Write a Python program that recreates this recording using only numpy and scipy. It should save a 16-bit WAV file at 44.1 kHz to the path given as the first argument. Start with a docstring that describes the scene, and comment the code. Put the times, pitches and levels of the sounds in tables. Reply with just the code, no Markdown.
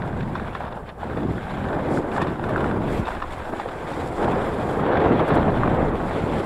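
"""A packed forest trail: a dog sled glides along, heard by a small camera in a plastic housing.
Wind turbulence at the microphone port is filtered noise whose level follows slow curves and random gusts.
Runners grind and crunch over snow as clustered random clicks in noise; spray hisses by the same principle.
Jolts of the wooden frame are short noise bursts with an impulse, exciting resonances.
The camera's circuits add faint steady sinusoids."""
import sys
import numpy as np
from scipy import signal
from scipy.fft import rfft, irfft
from scipy.io import wavfile
from scipy.ndimage import uniform_filter1d

SR = 44100
rng = np.random.default_rng(int(sys.argv[2]) if len(sys.argv) > 2 else 0)


def level_to_linear(level):
    """Convert decibel levels to linear amplitude factors, elementwise."""
    exponent = np.asarray(level, float) / 20
    return 10 ** exponent


def transcribe(signal):
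    """Save signal, clipped to [-1, 1], as a 16-bit WAV file at the path in sys.argv[1]."""
    frames = np.atleast_2d(signal).T
    limited = np.clip(frames, -1, 1)
    pcm = np.round(limited * 32767).astype(np.int16)
    wavfile.write(sys.argv[1], SR, pcm)


N = 284445

# Faint circuit tones: [f/Hz, rms level/dB]
CIRCUIT_TONES = [(9489, -88), (9525, -87), (9562, -88)]

# Slow course of the wind: [t/s, big-eddy level/dB, small-eddy level/dB]
WIND_LEVELS = [(0.0, -28, -31), (0.21, -25.5, -34.5), (0.5, -34.5, -36.5), (0.94, -41.5, -41),
               (1.05, -33.5, -37), (1.27, -24.5, -29), (1.46, -33, -38), (1.6, -25, -41),
               (1.75, -29, -23.5), (1.84, -24.5, -28.5), (1.92, -27.5, -22), (1.98, -24, -25),
               (2.02, -37, -28), (2.15, -30, -30), (2.28, -27, -27.5), (2.38, -31.5, -37),
               (2.49, -25.5, -25), (2.84, -23.5, -28.5), (3.0, -29, -27), (3.04, -38, -37),
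               (3.35, -43, -39), (3.5, -38, -38.5), (3.58, -40, -34.5), (3.75, -40.5, -33),
               (4.0, -33, -29.5), (4.16, -33, -28.5), (4.22, -25, -20), (4.58, -30.5, -28),
               (5.05, -26, -17), (5.21, -21, -22.5), (5.26, -30.5, -23.5), (5.34, -17.5, -17),
               (5.53, -23, -25.5), (5.82, -23, -19.5), (5.96, -32, -26.5), (6.1, -28.5, -26),
               (6.19, -27, -25.5), (6.26, -30, -27), (6.36, -20, -21.5), (6.45, -36, -32.5)]
# Slow course of the middle eddies' throb: [t/s, level/dB]
THROB_LEVELS = [(0.0, -38.5), (0.27, -35.5), (0.95, -54.5), (1.08, -33), (1.29, -25), (1.46, -46.5),
                (1.54, -32.5), (1.89, -28.5), (1.98, -20), (2.05, -29.5), (2.32, -26), (2.35, -34),
                (2.55, -27.5), (3.02, -26.5), (3.03, -33.5), (3.45, -45), (3.54, -30), (3.63, -42.5),
                (4.04, -33), (4.15, -51), (4.22, -25.5), (4.47, -31.5), (5.08, -24), (5.12, -16),
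                (5.26, -31.5), (5.34, -24), (5.57, -24.5), (5.78, -26.5), (6.07, -29.5), (6.45, -30)]
# Slow course of the lowest pressure swings: [t/s, level/dB]
THUD_LEVELS = [(0.0, -37), (0.3, -33.5), (0.92, -40), (1.3, -38), (2.3, -37.5), (3.0, -31), (3.6, -41.5),
               (4.5, -33.5), (5.1, -40), (5.6, -25), (6.45, -39)]
# Brief changes of the wind, mostly hard slaps: [t/s, big-eddy lift/dB, small-eddy lift/dB]
WIND_SLAPS = [(0.24, 3, 0), (1.18, 4, 9), (1.26, 5.5, -6), (1.197, -2, -5), (1.238, 1.5, 3),
              (1.304, 8.5, -2), (2.23, 7, -18), (2.87, 3, 0), (2.998, 13, -3), (3.534, 8.5, 12.5),
              (4.24, -2, -1.5), (4.597, 9, 5), (5.062, 6, 5), (5.12, 1, 1), (5.21, 3, 7.5), (5.31, 1, 4),
              (5.375, 0.5, 4), (5.487, 5.5, 7.5), (5.83, 8, 0)]
# Relative spectra of the eddies by size: [f/Hz, level/dB]
BIG_EDDY_SPECTRUM = [(50, -5), (100, 1.5), (150, 2.5), (220, -1), (330, -13.5), (800, -46)]
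MIDDLE_EDDY_SPECTRUM = [(160, -12), (230, -1.5), (300, -0.5), (380, -2.5), (520, -15)]
SMALL_EDDY_SPECTRUM = [(150, -22), (300, -5), (450, 0), (750, -5), (1100, -10.5), (2000, -24), (3500, -48)]
SLAP_S = 0.013  # time from the centre of a slap to 1/e of its lift
FLUTTER_HZ, GUSTS_HZ = 76, 23  # upper limits of the random drifts
BIG_GUSTY_DB, SMALL_GUSTY_DB = 1, 0.53  # rms depth of the gusts

# Clearest frame jolts: [t/s, low-note peak level/dB, treble level re low note/dB, low-note f/Hz]
JOLTS = [(0.02, -22.5, -13, 1700), (0.128, -28, -13, 1500), (0.16, -40, -11, 1290),
         (0.208, -25.5, -8, 1630), (0.228, -35, 2, 1100), (0.354, -15.5, -13.5, 1050),
         (0.361, -25, -8, 1090), (0.381, -36, -4, 1400), (0.397, -20, -10.5, 1310), (0.446, -26, -15, 1310),
         (0.551, -18, -9, 1140), (0.65, -31, -7, 1400), (0.725, -26, -7, 1030), (0.876, -38, -2, 1400),
         (0.89, -33, 0, 1020), (0.899, -34, -7, 1600), (0.992, -35, -14, 900), (1.011, -29, -11, 1000),
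         (1.148, -35, -9, 1000), (1.172, -31, 0, 925), (1.381, -22, -19, 1510), (1.574, -31, -3, 1010),
         (1.62, -38, -11, 1700), (1.686, -26, -7, 970), (1.73, -23, -11, 1600), (1.889, -30, -12, 1000),
         (1.974, -16, -24, 1510), (2.026, -30, -9, 1100), (2.117, -25, -7, 880), (2.164, -16, -11, 1050),
         (2.181, -13, -22, 1060), (2.217, -12.5, -8.5, 939), (2.226, -18, -9, 900), (2.269, -22, -10, 1100),
         (2.281, -27, -3, 1110), (2.292, -29, -6, 1300), (2.396, -15, -25, 880), (2.44, -21, -9, 1350),
         (2.492, -22, -8, 1100), (2.535, -26, -17, 1500), (2.56, -10.5, -28, 1430), (2.578, -17, -13, 1400),
         (2.61, -24, -18, 1500), (2.643, -15, -28, 1420), (2.712, -17.5, -16, 1330), (3.055, -25, -5, 900),
         (3.071, -15, -16.5, 1100), (3.08, -18.5, -10, 1130), (3.105, -21, -14, 1000),
         (3.149, -31, -3, 1040), (3.201, -27, -10, 1000), (3.2205, -21, -13, 1050),
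         (3.2245, -14.5, -11.5, 1040), (3.236, -25, -14, 1000), (3.241, -17, -26, 950),
         (3.402, -24, -14, 1050), (3.598, -15, -15, 850), (3.659, -14, -26, 565), (3.686, -23, -12, 1100),
         (3.935, -25, -4, 870), (4.1818, -20, -24, 874), (4.7957, -17, -29, 1130), (5.0553, -13, -19, 1020),
         (5.194, -13, -21, 1030), (5.3035, -14, -18, 880), (5.321, -21, -12, 1100), (5.345, -25, -9, 990),
         (5.372, -18.5, -21, 900), (5.43, -27, -18, 950), (5.481, -15, -20, 800), (5.543, -18, -18, 1000),
         (5.6337, -7.5, -31, 1140), (5.655, -22, -14, 1000), (5.676, -13, -19, 1100),
         (6.11, -14.5, -20, 800), (6.358, -32, -10, 795)]
# Fixed modes of the frame: [f/Hz, bandwidth of one resonator pass/Hz, input level/dB]
FRAME_MODES = [(1846, 260, 5), (2500, 1100, -4), (3450, 480, -4), (5000, 500, -19), (7400, 4000, -29)]
TICKS_PER_S, TICK_HZ = 18, 1300  # small random rattles and their middle pitch
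TICK_OVER_DB, TICK_SPREAD_DB = 2.5, 7  # mean level over the grinding, full random range
TICK_TREBLE_DB = -11  # relative to the low note
RATTLE_RISE_S, RATTLE_FALL_S = 0.0028, 0.0065  # 1/e times of a shake before and after its peak
BLOW, BITE = 22, 3  # impulse over the shake, for the low note and for the treble

# Slow course of the runner noise: [t/s, grinding level/dB, crunch level/dB]
RUNNER_LEVELS = [(0.0, -35, -50), (0.3, -36, -49), (0.55, -35.5, -47), (0.7, -32.5, -50), (0.8, -38, -61),
                 (0.85, -39, -58), (0.87, -43, -48), (0.9, -35, -50), (0.92, -47, -59), (0.985, -47, -66),
                 (1.0, -37, -54), (1.03, -32.5, -48), (1.3, -37.5, -49.5), (1.55, -31, -44),
                 (1.72, -30, -50), (1.85, -33, -43.5), (1.95, -54, -45.5), (2.03, -34, -50),
                 (2.1, -32.5, -48), (2.17, -27.5, -45), (2.37, -34.5, -50.5), (2.59, -27, -43),
                 (2.82, -35, -47.5), (2.98, -33, -38), (3.02, -31, -46), (3.08, -28.5, -42),
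                 (3.13, -32, -44), (3.2, -33.5, -47.5), (3.33, -35.5, -46.5), (3.42, -31, -45.5),
                 (3.5, -33.5, -49), (3.61, -32.5, -44), (3.85, -33.5, -47), (3.93, -31, -43),
                 (4.15, -40, -44), (4.26, -28, -45), (4.42, -29.5, -42), (4.66, -34, -47.5),
                 (4.85, -28.5, -42), (4.97, -22, -38), (5.06, -35, -40), (5.17, -30, -38),
                 (5.26, -31, -39.5), (5.33, -26, -36), (5.45, -30.5, -43.5), (5.7, -30.5, -43),
                 (5.91, -34.5, -47), (6.14, -31.5, -40), (6.24, -36, -42.5), (6.33, -40, -40.5),
                 (6.45, -28, -41)]
# Slow course of the steady snow spray: [t/s, level/dB]
SPRAY_LEVELS = [(0.0, -62.5), (0.52, -61.5), (0.75, -65), (0.9, -66), (0.96, -70), (1.02, -62.5),
                (1.2, -60.5), (1.85, -59), (2.03, -60), (2.23, -58), (2.35, -61.5), (2.66, -56),
                (2.8, -60.5), (3.05, -58), (3.4, -57.5), (3.6, -56), (3.85, -56.5), (3.93, -53), (4.2, -53),
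                (4.3, -55.5), (4.5, -54), (4.62, -57), (4.7, -52), (4.81, -56), (4.85, -62), (5.1, -61),
                (5.26, -60.5), (5.5, -59), (5.85, -59.5), (5.93, -61), (6.0, -59), (6.07, -53), (6.25, -56),
                (6.45, -52.5)]
# Sheets of loose snow thrown up: [start t/s, length t/s, spray level/dB, mist level/dB]
SNOW_SHEETS = [(1.859, 0.146, -50, -80), (2.11, 0.082, -55, -78), (2.214, .014, -42, -68),
               (2.485, .018, -52, -68), (2.555, .024, -53, -69), (2.84, 0.18, -54, -64),
               (3.057, 0.058, -55, -76), (3.93, .03, -57, -72), (4.07, .012, -49, -72),
               (4.432, .07, -70, -70), (5.261, 0.047, -54, -66), (5.329, 0.046, -51, -64)]
# Relative spectra of runner noise: [f/Hz, level/dB]
GRIND_SPECTRUM = [(500, -0.5), (800, 3), (1080, -2), (1280, -6), (1550, -3.5), (1850, -12.5), (2100, -33.5),
                  (3000, -23.5), (5000, -56)]
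CRUNCH_SPECTRUM = [(1200, -37), (2000, -10.5), (2450, -14), (2950, -21), (3400, -17.5), (3800, -23),
                   (4500, -31), (5100, -43), (6200, -43)]
# Spray as coloured by the housing's cavities: [f/Hz, relative level/dB]
SPRAY_SPECTRUM = [(3000, -4), (5000, -0.5), (6300, -8.5), (7300, 0), (9300, -6.5), (10300, -7),
                  (12000, -19.5), (13500, -43)]
# Finest part of the spray: [f/Hz, relative level/dB]
MIST_SPECTRUM = [(10000, -14), (12000, -8.5), (13800, -9), (15200, -8), (15700, -12), (15800, -58)]
# The mist has level MIST_DB at spray level SPRAY_MID_DB and follows a share of the spray's changes
MIST_DB, MIST_FOLLOW, SPRAY_MID_DB = -71.5, 0.5, -59
SHEET_RISE_S, SHEET_FALL_S = 0.1, 0.019  # each at most half the sheet's length
JUDDER_HZ, RUTS_HZ = 31, 12.2  # upper limits of the random drifts
GRIND_RUTS_DB, CRUNCH_RUTS_DB, SPRAY_RUTS_DB = 1.1, 1.3, 1.1  # rms depth of uneven snow
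GRIND_JUDDER_DB, CRUNCH_JUDDER_DB, SPRAY_JUDDER_DB = 0.5, 0.79, 0.8  # rms depth
CLUMPS_HZ, CLUMPY_DB = 45, 5  # crust gives way in bunches: drift limit, rms depth of the click rate


def evened(x):
    """Normalisation: scales a signal to unit rms."""
    return x / np.sqrt(np.mean(x ** 2) + 1e-20)


def curve(rows, t):
    """Linear interpolation: reads the columns of a time table at times t."""
    s, *columns = np.transpose(rows)
    return [np.interp(t, s, column) for column in columns]


def wobble(hz):
    """Band-limited random process: low-passed noise drifts with unit rms."""
    low_pass = signal.butter(2, hz, fs=SR)
    return evened(signal.lfilter(*low_pass, rng.standard_normal(N)))


def coloured(x, points):
    """Linear filtering: shapes x by a (f/Hz, level/dB) spectrum, closing steeply beyond its ends."""
    below = (points[0][0] / 2, -100)
    above = (points[-1][0] * 2, -100)
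    f, db = np.transpose([below] + list(points) + [above])
    hz = np.fft.rfftfreq(N, 1 / SR)
    gain = level_to_linear(np.interp(np.log(hz + 1), np.log(f + 1), db))
    return evened(irfft(rfft(x) * gain, N))


def lumpy(x, patchy_db, size):
    """Spectral fluctuation: swells the short-time spectrum in random patches, size bins wide."""
    z = signal.stft(x, nperseg=512, noverlap=384)[2]
    patches = rng.standard_normal(z.shape[::-1]).T
    patches = uniform_filter1d(patches, size=size, axis=0)
    patches = evened(uniform_filter1d(patches, size=10, axis=1))
    return signal.istft(z * level_to_linear(patchy_db * patches), nperseg=512, noverlap=384)[1][:N]


def lumpy_noise(patchy_db, size):
    """Turbulent noise: white noise with a patchy short-time spectrum."""
    return lumpy(rng.standard_normal(N), patchy_db, size)


def ring(x, hz, width):
    """Resonance: two equal resonators in cascade, each of gain 1 at its peak."""
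    peak = signal.iirpeak(hz, hz / width, fs=SR)
    return signal.lfilter(*peak, signal.lfilter(*peak, x))


def whine():
    """Superposition of steady sinusoids: thin tones from the camera's circuits."""
    t = np.arange(N) / SR
    return sum(np.sqrt(2) * level_to_linear(db) * np.sin(2 * np.pi * hz * t) for hz, db in CIRCUIT_TONES)


def wind():
    """Turbulent pressure on the port: big eddies buffet, middle ones throb, small ones roar."""
    t = np.arange(N) / SR
    big_db, small_db = curve(WIND_LEVELS, t)
    throb_db, = curve(THROB_LEVELS, t)
    thud_db, = curve(THUD_LEVELS, t)
    for s, big_lift_db, small_lift_db in WIND_SLAPS:
        slap = np.exp(-((t - s) / SLAP_S) ** 2)
        big_db = big_db + big_lift_db * slap
        small_db = small_db + small_lift_db * slap

    # one flutter is common to the three eddy sizes; gusts are partly shared
    flutter, gust, own = wobble(FLUTTER_HZ), wobble(GUSTS_HZ), wobble(GUSTS_HZ)
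    mixed_gust = evened(gust + own)
    big_now = big_db + 1.08 * flutter + BIG_GUSTY_DB * mixed_gust
    small_now = small_db + 1.1 * flutter + SMALL_GUSTY_DB * gust
    middle_now = throb_db + 1.0 * flutter + SMALL_GUSTY_DB * mixed_gust

    big = level_to_linear(big_now) * coloured(lumpy_noise(patchy_db=2.0, size=2), BIG_EDDY_SPECTRUM)
    small = level_to_linear(small_now) * coloured(lumpy_noise(patchy_db=1.0, size=2), SMALL_EDDY_SPECTRUM)
    middle = level_to_linear(middle_now) * coloured(lumpy_noise(patchy_db=-0.3, size=2), MIDDLE_EDDY_SPECTRUM)
    thuds = coloured(rng.standard_normal(N), [(18, -2.0), (28, -13.0), (60, -9.0), (90, -11.0)])
    return big + middle + small + level_to_linear(thud_db) * thuds


def ticks():
    """Random point process: small rattles at random moments, their level following the grinding."""
    when, size, pitch = rng.random((round(TICKS_PER_S * N / SR), 3)).T
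    s = when * N / SR
    db = curve(RUNNER_LEVELS, s)[0] + TICK_OVER_DB + TICK_SPREAD_DB * (size - 0.5)
    hz = TICK_HZ * 2 ** (pitch - 0.5)
    return [(a, b, TICK_TREBLE_DB, c) for a, b, c in zip(s, db, hz)]


def frame():
    """Forced resonance: a hard blow inside a short rough shake rings one low note and fixed modes."""
    length, lead = 3000, 600  # samples: one jolt, and its part ahead of the blow
    out = np.zeros(N + length)
    t = (np.arange(length) - lead) / SR
    soft_wood = signal.butter(4, 2200, fs=SR, output="sos")  # the low note carries little treble
    dull = signal.butter(2, 7000, fs=SR, output="sos")  # wood swallows the highest partials
    swell = np.exp(-(t / np.where(t < 0, RATTLE_RISE_S, RATTLE_FALL_S)) ** 2)
    blow = signal.unit_impulse(length, lead)
    for s, peak_db, treble_db, hz in ticks() + JOLTS:
        shake = rng.standard_normal(length) * swell
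        low = signal.sosfilt(soft_wood, ring(shake + BLOW * blow, hz, 460))
        bitten = shake + BITE * blow
        modes = sum(level_to_linear(db) * ring(bitten, f, width) for f, width, db in FRAME_MODES)
        high = signal.sosfilt(dull, modes)
        jolt = low / abs(low).max() + level_to_linear(treble_db) * high / abs(high).max()
        out[round(s * SR):][:length] += level_to_linear(peak_db) * jolt
    return out[lead:][:N]


def grains(per_s, spread_db, smooth, clumps):
    """Random fracture: uneven clicks of snow crystals, bunched in clumps, with added smooth noise."""
    click = rng.random(N) < per_s / SR * level_to_linear(CLUMPY_DB * clumps)
    size = level_to_linear(spread_db * np.minimum(rng.exponential(1, N), 5)) * click
    return evened(size * rng.standard_normal(N)) + smooth * rng.standard_normal(N)


def runners():
    """Granular friction: grind, crunch and spray share one random judder over uneven snow."""
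    t = np.arange(N) / SR
    grind_db, crunch_db = curve(RUNNER_LEVELS, t)
    spray_db, = curve(SPRAY_LEVELS, t)
    judder, ruts, clumps = wobble(JUDDER_HZ), wobble(RUTS_HZ), wobble(CLUMPS_HZ)

    spray_now = spray_db + SPRAY_RUTS_DB * ruts
    spray_gain = level_to_linear(spray_now)
    mist_gain = level_to_linear(MIST_DB + MIST_FOLLOW * (spray_now - SPRAY_MID_DB))
    for s, length, db, mist_db in SNOW_SHEETS:
        rise = (t - s) / min(SHEET_RISE_S, length / 2)
        fall = (s + length - t) / min(SHEET_FALL_S, length / 2)
        sheet = np.clip(np.minimum(rise, fall), 0, 1) ** 2
        spray_gain = spray_gain + level_to_linear(db) * sheet
        mist_gain = mist_gain + level_to_linear(mist_db) * sheet

    ground = grains(900, 3.6, smooth=1.28, clumps=clumps)
    grind = coloured(lumpy(ground, patchy_db=1.5, size=2), GRIND_SPECTRUM)
    crushed = grains(1200, 3.4, smooth=1.53, clumps=clumps)
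    crunch = coloured(lumpy(crushed, patchy_db=2.0, size=6), CRUNCH_SPECTRUM)
    thrown = lumpy(grains(2500, 2.5, smooth=2.2, clumps=clumps), patchy_db=1.5, size=8)
    spray = spray_gain * coloured(thrown, SPRAY_SPECTRUM) + mist_gain * coloured(thrown, MIST_SPECTRUM)

    grind_now = grind_db + GRIND_JUDDER_DB * judder + GRIND_RUTS_DB * ruts
    crunch_now = crunch_db + CRUNCH_JUDDER_DB * judder + CRUNCH_RUTS_DB * ruts
    return level_to_linear(grind_now) * grind + level_to_linear(crunch_now) * crunch + level_to_linear(SPRAY_JUDDER_DB * judder) * spray


def scene():
    """Superposition: the pressures of all sources add at one microphone."""
    return (whine() + wind() + frame() + runners())[None]


def band_limit(x):
    """A steep low-pass at the top of the band."""
    return signal.sosfilt(signal.butter(12, 16440, fs=SR, output="sos"), x)


def record(dry):
    """Soft saturation: the preamplifier rounds off the strongest peaks."""
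    mix = 0.79 * np.tanh(dry / 0.99)
    return band_limit(mix)


dry = scene()
out = record(dry)
transcribe(out)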